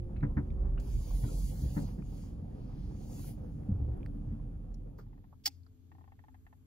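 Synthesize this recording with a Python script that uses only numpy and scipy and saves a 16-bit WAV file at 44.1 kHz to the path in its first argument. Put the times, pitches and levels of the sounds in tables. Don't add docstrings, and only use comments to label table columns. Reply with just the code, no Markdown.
import sys
import numpy as np
from scipy import signal
from scipy.fft import rfft, irfft, next_fast_len
from scipy.io import wavfile
from scipy.ndimage import uniform_filter1d, minimum_filter1d

SR = 44100
rng = np.random.default_rng(int(sys.argv[2]) if len(sys.argv) > 2 else 0)


def rack_gain(trim_db):
    fader = np.asarray(trim_db, float)
    return 10 ** (fader / 20)


def store_wav(level_fs):
    pcm = np.round(np.clip(np.atleast_2d(level_fs), -1, 1) * 32767)
    wavfile.write(sys.argv[1], SR, pcm.T.astype(np.int16))


N = 293697
T = np.arange(N) / SR
HZ = np.maximum(np.fft.rfftfreq(next_fast_len(N), 1 / SR), 1)
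FADE_S = (4.253, 5.42)


def curve(table, column):
    rows = np.array(table, float)
    return np.interp(T, rows[:, 0], rows[:, column], left=-150, right=-150)


def on_log(table, hz):
    rows = np.array(table, float)
    return np.interp(np.log(hz), np.log(rows[:, 0]), rows[:, 1])


def unit(x):
    return x / np.sqrt(np.mean(x ** 2) + 1e-30)


def shape(x, gain):
    return irfft(rfft(x, next_fast_len(N)) * gain, next_fast_len(N))[..., :N]


def high_pass(x, order, hz):
    return signal.sosfilt(signal.butter(order, hz, "high", fs=SR, output="sos"), x)


def walk(rate_hz):
    hold = int(SR / rate_hz)
    steps = np.repeat(rng.standard_normal(N // hold + 1), hold)
    smooth = uniform_filter1d(uniform_filter1d(steps, hold), hold)
    return unit(smooth[:N])


def ring(x, hz, t60):
    r = np.exp(-np.log(1000) / (max(t60, .003) * SR))
    w = 2 * np.pi * hz / SR
    return signal.lfilter([0, np.sin(w)], [1, -2 * r * np.cos(w), r * r], x)


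# pitch_hz, side_minus_mid_db
SIDE_LEVEL = [(60, -12), (110, -17), (200, -15), (280, -6.5), (380, 0), (700, -1), (1290, 1), (2380, 0),
              (4400, -1), (8120, -3), (15000, 0.5)]


def wide(mid_side):
    lead = .6
    early = shape(mid_side[0], 1j)
    side = shape(np.sqrt(1 - lead ** 2) * mid_side[1] + lead * early, rack_gain(on_log(SIDE_LEVEL, HZ)))
    return np.array([mid_side[0] + side, mid_side[0] - side])


def noise(gain, lo_hz, hi_hz, flicker_db, rate_hz, drive=1):
    spectrum = rfft(rng.standard_normal((2, N)) * drive, next_fast_len(N)) * gain
    out = 0
    for octave in np.arange(np.log2(lo_hz), np.log2(hi_hz) + .01, .5):
        window = np.cos(np.pi * np.clip(np.log2(HZ) - octave, -.5, .5))
        band = irfft(spectrum * window, next_fast_len(N))[:, :N]
        out = out + band * rack_gain(flicker_db * walk(rate_hz))
    return out / np.std(out[0])


def blows(times, dbs, burst_s, rise_s):
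    out = np.zeros((2, N + SR))
    t = np.arange(min(int(7 * burst_s * SR), SR // 3)) / SR
    swell = (1 - np.exp(-t / rise_s)) ** 2 * np.exp(-t / burst_s)
    for s, db in zip(times, dbs):
        burst = rng.standard_normal((2, len(t))) * swell
        out[:, int(s * SR):int(s * SR) + len(t)] += rack_gain(db) * burst / np.sqrt(np.sum(swell ** 2))
    return out[:, :N]


def clicks(times, dbs):
    out = np.zeros((2, N))
    at = (np.array(times) * SR).astype(int)
    out[0, at] = rack_gain(dbs)
    out[1, at + rng.integers(-12, 12, size=len(at))] = rack_gain(dbs)
    return uniform_filter1d(out, size=10) * 10


def floor_shake():
    s, thud_db, clack_db, _ = np.transpose(KNOCKS)
    shake = np.zeros(N)
    shake[(s * SR).astype(int)] = rack_gain(thud_db + 0.3 * clack_db + 40)
    shake = signal.lfilter([1], [1, -np.exp(-1 / (0.026 * SR))], shake)
    return 1 + uniform_filter1d(shake, size=400)


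# time_s, rolling_force_db, rut_depth_db (above an even surface)
ROLLING = [(0, -59, 8.5), (.1, -58.5, 1), (.3, -56.5, 0.5), (.55, -56.5, 4.5), (.85, -58, 5),
           (1.05, -58.5, 5), (1.3, -58, 0.5), (1.6, -57, 0.5), (1.95, -58.5, -1.5), (2.4, -59.5, 1),
           (3, -60, -3), (3.6, -60.5, -4.5), (3.8, -58.5, 10), (4.07, -59.5, -2), (4.46, -62, -0.5),
           (4.9, -65.5, -2.5), (5.26, -76, 1.5), (5.6, -104, -7.5)]
# pitch_hz, level_db (per Hz)
ROAD_COLOUR = [(12, -37.5), (20, -2), (49, 1.5), (211, -12), (251, -15), (285, -16), (332, -19),
               (449, -30.5), (501, -26), (649, -37.5), (771, -37), (1380, -48.5), (3500, -72.5),
               (4550, -79.5), (7700, -120)]
# pitch_hz, width_hz, level_db
BODY_PANELS = [(66, 2.6, 12), (150, 11, 1.5), (208, 14, -1.5), (280.8, 17, 4), (496, 15, 2.5), (745, 23, 9)]


def tyres():
    panels = 1 + sum((rack_gain(db) - 1) / (1 + (2 * (HZ - hz) / width) ** 2) for hz, width, db in BODY_PANELS)
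    gain = rack_gain(on_log(ROAD_COLOUR, HZ)) * panels
    stones = (rng.random(N) < 150 / SR) * rack_gain(np.minimum(rng.exponential(size=N), 5.0))
    crush = 1 + 0.29 * signal.lfilter([1], [1, -np.exp(-1 / (0.023 * SR))], stones)
    roll_db = curve(ROLLING, column=1)
    rut_db = np.clip(curve(ROLLING, column=2), -20, 20)
    sway_db = roll_db + 2 + .6 * rut_db + 2.5 * walk(4.6)
    boom_db = roll_db + 13.5 + rut_db
    body_db = 0.93 * (roll_db + 60.5) - 60 + 14.5 - 0.47 * rut_db
    sway = noise(gain, 21, 34, 1.9, 3.4) * rack_gain(sway_db)
    boom = noise(gain, 51.3, 72, 2.4, 7.2) * rack_gain(boom_db)
    body = noise(gain, 85.9, 290, 0.94, 4.395) * rack_gain(body_db)
    crunch = noise(gain, 368.6, 3200, 2.3, 24, crush) * rack_gain(roll_db)
    return wide(sway + boom + (body + crunch) * floor_shake()) * np.array([[.93], [1.07]])


# time_s, firing_rate_hz, boom_db
ENGINE_SPEED = [(0, 37.5, -36.5), (.1, 37.6, -51), (.19, 37.38, -37.5), (.3, 36.4, -35.5),
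                (.43, 36.75, -49), (.5, 37.9, -38), (.76, 39.18, -35), (.85, 38.88, -47),
                (.98, 39.56, -31.5), (1.06, 40.97, -55), (1.13, 42.76, -33.5), (1.28, 43.5, -40.5),
                (1.45, 44.78, -36), (1.55, 44.5, -40), (1.69, 44.56, -35.5), (1.79, 44.74, -51),
                (1.86, 44.74, -40.5), (2.1, 43.13, -46.5), (2.5, 41.3, -47.5), (3, 41.15, -49.5),
                (3.4, 40, -45.5), (3.53, 40.3, -53.5), (3.73, 39.63, -45.5), (3.9, 39.46, -51),
                (4.13, 38.96, -39.5), (4.4, 39.54, -39.5), (4.7, 39.08, -45.5), (5.1, 39.03, -51),
                (5.4, 38.8, -75)]
# multiple_of_firing_rate, level_db
FIRING_OVERTONES = [(1, 0), (2, -16), (3, -12), (4, -22)]
# time_s, pitch_hz, level_db
PUMP_WHINE = [(0, 348, -57.5), (.3, 360.6, -66), (.6, 372.3, -57.5), (.8, 389.4, -61.5), (1.05, 408, -69),
              (1.3, 428, -69), (1.45, 448, -85)]
# pitch_hz, level_db
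MOTOR_TONES = [(143, -62), (167, -56), (222, -62), (285.3, -60.5)]


def engine():
    firing_hz = np.maximum(curve(ENGINE_SPEED, column=1), 0) * (1 + 0.0078 * walk(8.4))
    phase = 2 * np.pi * np.cumsum(firing_hz) / SR
    boom = sum(rack_gain(db + 3.1 * walk(10.0)) * np.sin(k * phase) for k, db in FIRING_OVERTONES)
    boom = boom * rack_gain(curve(ENGINE_SPEED, column=2))
    pump_phase = 2 * np.pi * np.cumsum(curve(PUMP_WHINE, column=1)) / SR
    whine = np.sin(pump_phase) + .36 * np.sin(1.5 * pump_phase)
    pump = rack_gain(curve(PUMP_WHINE, column=2) + 2.5 * walk(10)) * whine
    drone = 0
    for hz, db in MOTOR_TONES:
        drone = drone + rack_gain(db + 3.04 * walk(3.1)) * np.sin(2 * np.pi * hz * T + 1.4 * walk(14))
    drone = drone * np.interp(T, [1.3, 2.0, *FADE_S], [0.32, 0.99, 1, 0.0092])
    return np.sqrt(2) * (boom * np.array([[.9], [1.1]]) + (pump + drone) * np.array([[1.3], [.6]]))


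# start_s, thud_db, clack_db (above the thud), thud_pitch_hz
KNOCKS = [(0.2270, -26.5, -19, 138), (0.3683, -25.5, -19.5, 142.3), (0.772, -55, -9, 62),
          (1.234, -30.5, -23, 121), (1.623, -26.5, -48, 64.7), (1.766, -23.5, -25, 151.3),
          (1.793, -34.5, -33, 200), (1.81, -30.5, -45, 202), (1.824, -34.5, -53, 167),
          (1.887, -59, -34, 102), (1.984, -36, -31, 150.3), (2.395, -40, -63, 83), (3.399, -37.5, -64, 90),
          (3.687, -23.5, -66.5, 201.8), (3.715, -25, -58, 90.8), (3.8, -26.5, -58, 71.1),
          (3.879, -29, -57.5, 64.8), (4.271, -33.5, -51, 88.56), (4.15, -37.5, -50, 200),
          (4.321, -33, -57.5, 225)]
# pitch_hz, level_db, ring_s (time to fall 60 dB)
BRACKETS = [(430, -13, 0.015), (720, -1.5, 0.056), (870, -2.5, 0.036), (990, 3.5, 0.11), (1350, 2, 0.05),
            (1550, 7.5, 0.022), (1666, -3.5, 0.015), (1805, -1, 0.046), (2013, -6, 0.05),
            (2140, -20.5, 0.043), (2780, -8.5, 0.034), (3560, -6, .04), (4100, -17, .025)]


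def knocks():
    s, thud_db, clack_db, _ = np.transpose(KNOCKS)
    thud = np.zeros((2, N + SR))
    t = np.arange(int(.3 * SR)) / SR
    swell = (1 - np.exp(-t / .005)) ** 2
    for at, db, rel_db, hz in KNOCKS:
        swing = np.sin(2 * np.pi * hz * t) + .5 * np.sin(2 * np.pi * 112 * t)
        low_panel = 0.23 * np.sin(2 * np.pi * 213 * t + 6 * rng.random())
        high_panel = 0.33 * np.sin(2 * np.pi * 288 * t + 6 * rng.random())
        panel = low_panel + high_panel * np.array([[1.3], [.6]])
        panel = panel * rack_gain(0.35 * (rel_db + 25.0)) * np.exp(-t / 0.028)
        sound = swing * np.exp(-t * hz / 2.75) + panel
        start = int(at * SR) - 100
        thud[:, start:start + len(t)] += rack_gain(db + 5.0) * sound * swell
    thud[:, :len(t)] += rack_gain(-35.0) * np.cos(2 * np.pi * 55 * t) * np.exp(-t / .03)
    hit = blows(s - .003, thud_db + clack_db + 1, .0125, .005)
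    clack = sum(rack_gain(db - 4.0) * ring(hit, hz, 0.55 * t60) for hz, db, t60 in BRACKETS)
    crunch_band = signal.butter(2, [400, 2300], "band", fs=SR, output="sos")
    crunch = rack_gain(27.0) * signal.sosfilt(crunch_band, hit)
    dull = signal.sosfilt(signal.butter(8, 2120, fs=SR, output="sos"), clack + crunch)
    return thud[:, :N] + wide(dull + rack_gain(-16.5) * clack)


# fastest_s, speeding_up_s, slowing_down_s, fine_hiss_db, coarse_hiss_db, finest_hiss_db
SLIDES = [
    (0.798, 0.0041, 0.015, -66, -63, -68),
    (.92, 0.14, 0.23, -69, -69, -76),
    (1.38, 0.64, 0.5, -63, -65.5, -59.5),
    (1.8, 0.3, 0.16, -67.5, -67, -65.5),
    (2.2, 0.22, 0.15, -73.5, -73.5, -72),
    (2.86, 0.45, 0.22, -85, -77.5, -84.5),
    (3.06, 0.14, 0.19, -70.5, -75.5, -73.5),
    (3.16, 0.082, 0.18, -65, -71, -62.5),
    (3.27, 0.15, 0.079, -70, -68, -58),
    (3.47, 0.3, 0.27, -85.5, -88, -85),
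]


def slides():
    power = 0
    t = T[::64]
    for s, rise_s, fall_s, *hiss_db in SLIDES:
        swell_db = -16.5 * ((t - s) / np.where(t < s, rise_s, fall_s)) ** 2
        power = power + rack_gain(2 * (swell_db + np.array(hiss_db)[:, None]))
    let_go = np.clip((T - .795) / 0.0046, 0, 1)
    return [np.interp(T, t, level) * let_go for level in np.sqrt(power)]


def patchy(x, patchy_db):
    z = signal.stft(x, SR, nperseg=1024)[2]
    field = uniform_filter1d(uniform_filter1d(rng.standard_normal(z.shape[1:]), size=12, axis=0), size=9)
    return signal.istft(z * rack_gain(patchy_db * unit(field)), SR, nperseg=1024)[1][:, :N]


# pitch_hz, level_db (per Hz)
SKIN_COLOUR = [(1200, 3.5), (1900, -3.5), (2700, -1.5), (4080, -2), (4760, 3), (5600, 0.5), (6650, -1.5),
               (7600, -4), (8500, -0.5), (10300, -4), (12400, -7.5), (14600, -4), (16000, -6.5)]


def hands():
    fine, coarse, finest = slides()
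    skin = rack_gain(on_log(SKIN_COLOUR, HZ))
    hiss = noise(skin, 7370, 7400, 1.5, 28.25) * fine
    hiss = hiss + noise(skin, 10423, 15000, 1.6, 24.2) * finest
    hiss = hiss + noise(skin, 1842, 5220, 0.97, 17) * coarse
    return patchy(wide(hiss), patchy_db=1.4)


# start_s, level_db, left_minus_right_db
STONE_CRACKS = [
    (4.062, -25.5, -8),
]
# pitch_hz, level_db (per Hz)
STONE_COLOUR = [(1000, -11), (1850, 2.5), (2900, -13), (4500, -15), (6000, -25), (9000, -23), (14000, -30),
                (16000, -30.5)]


def cracks():
    out = np.zeros((2, N))
    for s, db, pan_db in STONE_CRACKS:
        out[:, int(s * SR)] = rack_gain(db + np.array([pan_db, -pan_db]) / 2)
    echo = 1 - .7 * np.exp(-2j * np.pi * HZ * .00029)
    return shape(out, rack_gain(on_log(STONE_COLOUR, HZ)) * echo)


# start_s, level_db, pitch_hz, length_s, left_minus_right_db
MOVING_TICKS = [(.162, -57.5, 2470, 0.013, 1), (.207, -60, 2200, 0.0047, -12),
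                (.653, -52.5, 910, 0.0042, 1.5), (.775, -49.5, 1460, 0.0075, 0),
                (.777, -55, 2730, 0.012, 0), (1.107, -45.5, 810, 0.0056, -1),
                (1.107, -55, 1380, 0.0057, -12), (1.289, -48, 1274, 0.0084, 0),
                (2.022, -57, 2300, 0.003, -4), (2.022, -52, 1315, 0.0031, 5), (1.887, -53, 1000, .004, 5),
                (1.888, -63, 2350, .004, 0), (.163, -56, 1550, .006, 2), (.883, -58.5, 900, .004, 6),
                (1.013, -54, 903, 0.0054, -2), (2.236, -55, 895, 0.0039, 4), (2.384, -63, 895, 0.0035, 4),
                (2.737, -58, 898.5, 0.0034, 3), (3.243, -52.5, 1095, 0.0035, 0),
                (3.631, -66, 1900, 0.0036, -4.5), (4.03, -66, 3337, 0.0022, -0.5),
                (4.397, -54, 797.5, 0.0037, -2), (2.908, -53.5, 927, 0.0067, -1),
                (3.192, -50, 918, 0.007, -2), (4.008, -66, 2162, 0.0031, -2),
                (4.030, -55, 2500, 0.0014, -1), (4.743, -60.5, 5630, 0.0032, -3),
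                (4.743, -68, 4300, 0.0027, 0), (4.741, -65, 6900, 0.0027, -2),
                (4.744, -68, 10500, .0015, 0), (4.744, -72, 12400, 0.0011, 0),
                (.503, -58.5, 2410, 0.0035, -1), (.504, -64, 3450, .002, 4), (.504, -76.5, 4700, .0015, 1),
                (.168, -66, 4000, .004, 3), (.207, -68, 3970, .003, 0), (.23, -68, 3500, 0.0037, -1),
                (3.973, -71, 11040, 0.00092, 0), (4.064, -66, 4600, .003, -2)]
# start_s, level_db, pitch_hz, length_s, left_minus_right_db
STILL_TICKS = [(4.987, -49, 1300, 0.015, -1.5), (4.988, -66, 4600, 0.012, -0.21),
               (5.5, -64, 2520, 0.014, -0.18), (4.985, -65, 14000, .018, 0), (4.985, -66, 11500, .018, 0),
               (5.459, -40.5, 13800, .004, 0), (5.477, -44, 13500, .004, 0), (5.439, -60, 3300, .008, 0),
               (4.985, -46.5, 459, 0.017, -1.87), (5.325, -52.5, 996, 0.011, -0.69),
               (5.633, -67, 4660, 0.0039, 0), (5.663, -59.5, 1340, 0.0062, -1.7),
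               (5.664, -66.5, 4700, 0.0043, 0)]


def ticks(table):
    out = np.zeros((2, N + SR))
    t = np.arange(4096) / SR
    for s, db, hz, length_s, pan_db in table:
        mid, side = rng.standard_normal((2, len(t))) * np.exp(-t / length_s)
        crack = np.array([mid + 0.66 * side, mid - side])
        tone = ring(ring(crack, hz, 4.0 / hz), hz, 3.5 / hz)
        tone = tone / np.abs(tone).max(axis=1, keepdims=True)
        level = rack_gain(db + np.array([[pan_db], [-pan_db]]) / 2)
        out[:, int(s * SR):int(s * SR) + len(t)] += tone * level
    return out[:, :N]


# start_s, level_db, rise_s, decay_s
CATCH_SCRAPES = [
    (4.974, -72, 0.015, 0.017),
    (5.435, -63.5, .008, 0.012),
    (5.449, -54, .004, .004),
    (5.4546, -25.5, 0.015, 0.0048),
    (5.4735, -41, 0.001, 0.0018),
    (5.4752, -35.5, 0.0005, 0.004),
    (5.488, -70, .003, 0.0061),
    (5.491, -74, 0.011, 0.045),
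]
# pitch_hz, level_db (per Hz)
SNAP_COLOUR = [(600, -49.5), (812, -23.5), (1130, -31.5), (1300, -28.5), (2090, -11), (3600, -9),
               (4000, -12), (4710, 7), (5900, 1.5), (7500, -6.5), (9000, -8), (12000, -9), (14000, -8.5),
               (16000, -16)]
# pitch_hz, level_db
SPRING_TONES = [(2132, -8.5), (3600, -6.5), (4278, -4), (4600, 3), (4833, -5.5), (5023, -6.5), (5200, -5.5),
                (5480, -7.5), (5904, -3), (6478, -10), (7564, -15), (11630, -4), (14140, -9)]


def latch():
    rattle = 0
    for s, db, rise_s, decay_s in CATCH_SCRAPES:
        rattle = rattle + blows([s], [db], decay_s, rise_s) * np.sqrt(decay_s * SR)
    gain = rack_gain(on_log(SNAP_COLOUR, HZ))
    snap = shape(rattle, gain / np.sqrt(np.mean(gain ** 2)))
    spring = sum(rack_gain(db - 32.5) * ring(rattle, hz, 0.03 * min(1, 6000 / hz)) for hz, db in SPRING_TONES)
    thump = rack_gain(-20.0) * ring(blows([5.468], [-30], 0.01, 0.00242), 272, 0.13)
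    for hz, db in ((812, -10.5), (1324, -17.5)):
        thump = thump + rack_gain(db) * ring(blows([5.468], [-30], 0.0019, 0.0028), hz, 0.048)
    return wide((snap + spring) * np.array([[1], [.8]]) + thump)


def rebound():
    burst = blows([5.476], [-27], 0.0058, .0008)
    return wide(signal.sosfilt(signal.butter(3, [7900, 10300], "band", fs=SR, output="sos"), burst))


# start_s, level_db, upper_ring_db
SEAT_SLIPS = [(5.064, -67.5, -11), (5.129, -63.5, -8), (5.177, -65, -8), (5.24, -62.5, -7.5),
              (5.916, -56.5, -5), (5.949, -61, -11), (5.982, -59, -12), (6.009, -60, -13), (6.04, -58, -12),
              (6.076, -58.5, -12), (6.119, -57, -9.5), (6.19, -61, -1), (6.238, -58, -8.5),
              (6.282, -57, -8), (6.343, -60, -2.5), (6.465, -61.5, 2.5), (6.526, -58.5, -6)]
# pitch_hz, level_db, ring_s (time to fall 60 dB)
SEAT_TONES = [(785, -8, 0.06), (860, -1, 0.031), (1013, -10, 0.029), (1141, -27, 0.006),
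              (1550, -15, 0.0087), (1833, 0.5, 0.022), (2020, -6.5, 0.013), (2250, -21, 0.009),
              (2600, -9.5, 0.018), (3170, -14, 0.015), (3720, -21, 0.0072)]


def seat():
    s, db, upper_db = np.transpose(SEAT_SLIPS)
    s = s + 0.0013
    rebound_s = s + 0.008 + 0.002 * rng.random(len(s))

    def slip(level_db):
        rub = blows(s, level_db + 17.0, 0.0065, 0.00068)
        return clicks(s, level_db) + clicks(rebound_s, level_db - 11.0) + rub

    low, high = slip(db), slip(db + upper_db)
    creak = sum(rack_gain(g - 19.0) * ring(high if hz > 1400 else low, hz, t60) for hz, g, t60 in SEAT_TONES)
    return wide(high_pass(creak, 4, 640))


# pitch_hz, level_db
BLOWER_HUM = [(86.1, -60), (258.4, -72.5), (430.7, -84.5)]
# pitch_hz, level_db (per Hz)
AIR_COLOUR = [(15, -49.5), (25, -20.5), (38, -8), (59, -8), (102, -5.5), (177, -20), (265, -15.5),
              (480, -39), (1830, -50), (2390, -51.5), (3670, -51.5), (7500, -56), (9750, -67.5),
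              (10500, -44.5), (13600, -51), (14800, -57), (15200, -79)]


def parked():
    hum = 0
    for hz, db in BLOWER_HUM:
        level = np.sqrt(2) * rack_gain(db + 1.7 * walk(11)) * rack_gain(hz / 200 * walk(6.5))
        hum = hum + level * np.sin(2 * np.pi * hz * T + 0.29 * hz / 150 * walk(16))
    air = noise(rack_gain(on_log(AIR_COLOUR, HZ)), 30, 15500, 1.2, 5.3) * rack_gain(-60)
    side = shape(air[1], np.clip(HZ / 700, .5, 1))
    both = np.array([air[0] + side, air[0] - side])
    return (hum * np.array([[1.4], [.6]]) + both) * np.interp(T, FADE_S, [0, 1])


# pitch_hz, level_db (per Hz)
HISS_COLOUR = [(1500, -0.5), (2800, 5.5), (4000, 0), (7000, -3), (11000, 1.5), (15000, 3)]


def moving_hiss():
    hiss = wide(noise(rack_gain(on_log(HISS_COLOUR, HZ)), 2000, 15500, 0.98, 10.0))
    return hiss * rack_gain(-83) * np.interp(T, FADE_S, [1, 0])


def ports(x, sum_db, difference_db):
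    mid = shape(x[0] + x[1], rack_gain(on_log(sum_db, HZ))) / 2
    side = shape(x[0] - x[1], rack_gain(on_log(difference_db, HZ))) / 2
    return np.array([mid + side, mid - side])


# pitch_hz, level_db
DRIVE_SUM = [(7200, 0), (8200, -7), (8450, -25), (8750, -25), (9150, -5), (9800, 0), (12500, -2),
             (13050, -8), (13400, -25), (13800, -25), (14250, -4), (15700, 0), (15850, -50)]
DRIVE_DIFFERENCE = [(6000, 0.5), (8700, 3.5), (10250, -1.5), (10400, -51), (11650, -31.5), (11800, 2),
                    (13500, -3), (15000, 4.5), (15250, -48.5)]
STILL_SUM = [(7300, -1.5), (7900, 0), (8400, -15), (9600, -25), (10100, -10.5), (15700, 3.5), (15850, -49)]
STILL_DIFFERENCE = [(6000, -0.5), (7600, 10.5), (9500, 6), (11800, -5), (12600, -25), (15300, -27),
                    (15600, -50.5)]


def scene():
    moving = tyres() + engine() + knocks() + hands() + ticks(MOVING_TICKS) + moving_hiss()
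    still = latch() + seat() + ticks(STILL_TICKS) + parked()
    through_ports = ports(moving, DRIVE_SUM, DRIVE_DIFFERENCE) + ports(still, STILL_SUM, STILL_DIFFERENCE)
    return through_ports + cracks() + rebound()


def thin(x, weak_db, dead, busy_db, starved):
    hz, _, z = signal.stft(x, SR, "cosine", nperseg=2048)
    hz, power = hz[:, None], np.abs(z) ** 2
    luck = uniform_filter1d(rng.standard_normal(z.shape), size=7, axis=1)
    luck = unit(uniform_filter1d(luck, size=3))
    band = uniform_filter1d(power, size=8, axis=1)
    around = uniform_filter1d(power, size=90, axis=1)
    frayed = (hz > 6500) & (band < around * rack_gain(2 * (weak_db + 2.0 * luck)))
    busy = minimum_filter1d(power[0, 300:].sum(axis=0), size=5) > rack_gain(2 * busy_db)
    holes = busy & (hz > 1100) & (luck > starved + np.abs(hz - 2100) / 2200)
    total = power[0, 50:].sum(axis=0)
    sudden = total > 5 * minimum_filter1d(total, size=7)
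    edge = (hz > 8000 + 380 * luck[:, :1]) & (hz < 8700) & ~sudden & np.array([[[True]], [[False]]])
    alive = (power > dead * band) | (hz < 1500)
    keep = sudden | (~frayed & ~edge & ~holes & alive)
    return signal.istft(z * keep, SR, "cosine", nperseg=2048)[1][:, :N]


def low_pass(x):
    return signal.sosfilt(signal.butter(12, 16460, fs=SR, output="sos"), x)


def record(dry):
    x = high_pass(dry, 2, 22)
    mid_side = np.array([x[0] + x[1], x[0] - x[1]]) / 2
    mid, side = thin(mid_side, weak_db=-9.0, dead=.3, busy_db=-76, starved=.05)
    return low_pass(np.array([mid + side, mid - side]))


dry = scene()
out = record(dry)
store_wav(out)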